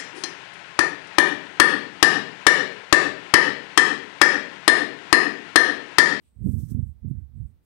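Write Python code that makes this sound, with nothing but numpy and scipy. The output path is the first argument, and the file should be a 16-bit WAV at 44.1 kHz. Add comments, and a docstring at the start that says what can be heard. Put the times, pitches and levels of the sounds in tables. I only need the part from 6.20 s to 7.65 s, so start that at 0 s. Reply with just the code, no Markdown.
"""A quiet room, two dry palms rubbing together just in front of a phone's stereo microphone.
Tiny slips of the skin make a soft swish and ring the hollow between the hands.
Each of four strokes fans air over the right port, where it rumbles and its strongest
eddies bump. The left port is sheltered. Faint room air lies underneath."""
import sys
import numpy as np
from scipy import signal
from scipy.fft import rfft, irfft
from scipy.io import wavfile
from scipy.ndimage import uniform_filter1d

SR = 44100
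rng = np.random.default_rng(int(sys.argv[2]) if len(sys.argv) > 2 else 0)


def dump_mix(stems):
    """Bounce the given channels to the path in sys.argv[1] as a 16-bit WAV at rate SR."""
    frames = np.atleast_2d(stems).T  # one column per channel
    limited = np.clip(frames, -1, 1)  # hard clip at full scale
    pcm = np.round(limited * 32767).astype(np.int16)
    wavfile.write(sys.argv[1], SR, pcm)


N = 63945
T = np.arange(N) / SR
FREQS = np.fft.rfftfreq(N, 1 / SR)


def undb(db):
    """Decibels to gain."""
    return 10 ** (np.asarray(db) / 20)


def unit(x):
    """Scale to rms 1."""
    return x / np.sqrt(np.mean(x ** 2))


def curve(rows):
    """Gain over time for each dB column of a table."""
    times, *columns = np.array(rows).T
    return [undb(np.interp(T, times, db)) for db in columns]


def colour(x, spectrum):
    """Filter by (Hz, dB) points, to rms 1."""
    hz, db = np.array(spectrum).T
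    gain = undb(np.interp(np.log(FREQS + 1), np.log(hz), db))
    return unit(irfft(rfft(x) * gain, N))


def resonate(x, hz, width_hz):
    """One resonance with gain 1 at its centre."""
    return signal.lfilter(*signal.iirpeak(hz, hz / width_hz, fs=SR), x)


def swell(centre_s, half_s):
    """A smooth rise and fall."""
    return np.exp(-.5 * ((T - centre_s) / half_s) ** 2)


def room_air(level_db=-65.5, shared=0.1):
    """Faint steady air of the room, partly shared by both ports."""
    # room tone: frequency_hz, relative_db
    air_spectrum = [(20, -18.5), (65, 7.5), (130, -4), (300, -10), (600, -20), (1200, -26), (2250, -29.5),
                    (2900, -32.5), (3800, -33), (5500, -37.5), (8300, -43.5), (15500, -35)]
    common, *own = [colour(rng.standard_normal(N), air_spectrum) for _ in range(3)]
    return undb(level_db) * (np.sqrt(shared) * common + np.sqrt(1 - shared) * np.array(own))


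def grains(per_s=9000, spread_db=1.5):
    """Tiny slips of skin ridges: dense clicks of uneven size."""
    slips = rng.random(N) < per_s / SR
    clicks = slips * rng.standard_normal(N)
    size_db = spread_db * np.minimum(rng.exponential(size=N), 4)
    return unit(clicks * undb(size_db))


def ringing_grains(hz, width_hz):
    """Skin grains through one steep resonance."""
    return unit(resonate(resonate(grains(), hz, width_hz), hz, width_hz))


def skin_hiss(gain_db):
    """Flat palms hiss as they slide over each other."""
    # swish of the sliding: time_s, relative_db
    sliding = [(0.0, -96), (0.028, -85), (0.144, -96.5), (0.218, -87), (0.242, -73.5), (0.318, -63.5),
               (0.37, -68.5), (0.394, -62.5), (0.48, -72), (0.512, -59), (0.528, -67), (0.592, -89.5),
               (0.686, -79), (0.75, -96.5), (0.864, -90.5), (0.9, -77.5), (0.928, -85.5), (1.106, -95.5),
               (1.276, -86.5), (1.408, -101), (1.45, -81.5)]
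    # hiss of flat palms: frequency_hz, relative_db
    skin_spectrum = [(700, -25), (1500, -22.5), (2600, -25.5), (4500, -16), (6800, -9), (8300, -5),
                     (9800, -5), (11800, -1.5), (15500, -8)]
    slide, = curve(sliding)
    return undb(gain_db) * slide * colour(grains(), skin_spectrum)


def cupped_hollow(q=1.2):
    """Skin grains ring the hollow between the cupped palms."""
    # hollows: centre_s, half_length_s, level_db, resonance_hz
    hollows = [(.065, 0.028, -78, 2900), (.29, .07, -80, 1912), (.505, 0.021, -76, 1314),
               (.57, 0.062, -79.5, 1700), (0.843, 0.045, -89, 2190), (.98, 0.035, -80.5, 1506),
               (1.2, 0.034, -85.5, 2200)]
    return sum(undb(db) * swell(at, half) * ringing_grains(hz, hz / q) for at, half, db, hz in hollows)


def microphone_ring():
    """The microphone's thin, high ring near 8.3 kHz swells as the palms rub."""
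    # swells of the ring: centre_s, half_length_s, level_db
    ring_swells = [(0.074, 0.028, -79), (.18, .05, -85.5), (.29, .035, -73), (0.644, 0.062, -82.5),
                   (.9, .015, -86), (.99, 0.033, -90.5), (1.19, 0.025, -85), (1.274, 0.032, -85.5)]
    ring_level = sum(undb(db) * swell(at, half) for at, half, db in ring_swells)
    return ring_level * ringing_grains(hz=8250, width_hz=1200)


def turbulence(spectrum, even_s):
    """Random pressure whose strength stays even over spans longer than even_s."""
    pressure = colour(rng.standard_normal(N), spectrum)
    span = int(even_s * SR)
    local_power = uniform_filter1d(uniform_filter1d(pressure ** 2, span), span)
    return pressure / np.sqrt(local_power)


def port(pressure, low_hz=77.8, q=0.97):
    """Steep bass roll-off of the microphone: every push becomes a short falling swing."""
    w = 2 * np.pi * low_hz
    b, a = signal.bilinear([1, 0, 0], [1, w / q, w * w], SR)
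    return signal.lfilter(b, a, signal.lfilter(b, a, pressure))


def draught(drift_below_db=-42):
    """Fanned air rumbles and flutters on the port; as it slows, a deep drift takes over."""
    # air flow of the four strokes: time_s, rumble_relative_db, flutter_relative_db
    flow = [(0, -78, -81), (.06, -62.5, -90), (.145, -73.5, -76), (.18, -43.5, -58), (.22, -33, -42),
            (.272, -24.5, -24.5), (.315, -20.5, -36), (.375, -25, -37.5), (.41, -35, -44),
            (.475, -33, -54.5), (.515, -36.5, -40.5), (.542, -34.5, -45), (.58, -29.5, -30),
            (.615, -29, -44), (.66, -33, -53), (.74, -47, -71.5), (.805, -56.5, -72), (.85, -39.5, -39.5),
            (.88, -25.5, -41), (.905, -31.5, -46.5), (.96, -28.5, -52), (1.03, -39, -61),
            (1.07, -50.5, -83), (1.135, -41.5, -62.5), (1.17, -35, -50.5), (1.215, -27.5, -53),
            (1.27, -44.5, -59.5), (1.39, -64, -83), (1.45, -75, -106)]
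    # large eddies of brisk air: frequency_hz, relative_db
    rumble_spectrum = [(20, -11.5), (35, -3.5), (60, 5.5), (105, -1), (150, -6), (220, -23.5), (400, -50.5),
                       (900, -88.5), (3000, -120)]
    # slow air, with only the largest eddies: frequency_hz, relative_db
    drift_spectrum = [(20, -2.5), (40, 7), (65, 5.5), (90, -11.5), (130, -22), (250, -42), (900, -83.5),
                      (3000, -120)]
    # small eddies of brisk air: frequency_hz, relative_db
    flutter_spectrum = [(70, -21.5), (140, -8), (215, 5.5), (300, -10.5), (400, -21), (490, -29),
                        (700, -46), (1200, -72), (3000, -110)]
    deep, fine = curve(flow)
    brisk_share = deep ** 2 / (deep ** 2 + undb(drift_below_db) ** 2)
    rumble = np.sqrt(brisk_share) * turbulence(rumble_spectrum, even_s=0.062)
    drift = np.sqrt(1 - brisk_share) * undb(9) * turbulence(drift_spectrum, even_s=0.04)
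    flutter = turbulence(flutter_spectrum, even_s=0.024)
    return port(undb(2.5) * deep * (rumble + drift) + undb(4) * fine * flutter)


def eddy_bumps():
    """Each strong eddy is one smooth push of pressure on the port."""
    # eddies that hit the right port: centre_s, peak_db, half_width_ms
    eddies = [(0.165, -35, 3), (.220, -20, 1.8), (0.2352, -20, 2.65), (0.2551, -16.5, 1.15),
              (0.2601, -10, 1.14), (0.2795, -20.5, 2.1), (0.3381, -12.5, 1.37), (0.4342, -18, 1.22),
              (0.5197, -16.5, 1.19), (0.5485, -13, 1.17), (0.5914, -14, 1.36), (0.6279, -16.5, 1.7),
              (0.6904, -29.5, 1.7), (0.824, -32, 5.4), (.848, -22, 0.94), (0.8552, -18.5, 2.14),
              (.9124, -14, 1.12), (.9705, -25.5, 2.66), (1.207, -30, 1.4), (1.2464, -24.5, 4.4)]
    bumps = np.zeros(N)
    for at, db, half_ms in eddies:
        swing = port(swell(at, half_ms / 1000))
        bumps += undb(db) * swing / np.abs(swing).max()
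    return bumps


def heel_brushes(left):
    """The swish fills out where the heels of the hands pass each other."""
    # passes: centre_s, half_length_s, right_level_db, left_minus_right_db
    passes = [(0.401, 0.014, -64, -3), (0.444, 0.018, -67, -3), (0.505, 0.016, -61.5, -7)]
    # brushing heels: frequency_hz, relative_db
    brush_spectrum = [(600, -11), (1300, -4), (2500, -19), (3500, -5), (4800, -7.5), (5750, 3.5),
                      (7200, -4.5), (9000, -1), (15000, -14)]
    contact = sum(undb(db + left * pan) * swell(at, half) for at, half, db, pan in passes)
    return contact * colour(grains(), brush_spectrum)


def palms(left):
    """The rubbing as one port hears it; the hiss is louder on the right."""
    hiss = skin_hiss(gain_db=0 if left else 5.5)
    return hiss + heel_brushes(left) + cupped_hollow() + microphone_ring()


def scene(shelter_db=-46.5):
    """Close hands over room air, their wind almost wholly on the right port."""
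    exposure = np.array([[undb(shelter_db)], [1]])
    wind = exposure * (draught() + eddy_bumps())
    hands = np.array([palms(left=True), palms(left=False)])
    return wind + hands + room_air()


def record(dry):
    """The microphone ports ring in the treble; the top is cut above 15.8 kHz."""
    ring = undb(-2) * resonate(dry, hz=8480, width_hz=730)
    top_cut = signal.ellip(10, .2, 80, 15800, fs=SR, output="sos")
    return signal.sosfilt(top_cut, dry + ring)


dry = scene()
out = record(dry)
dump_mix(out)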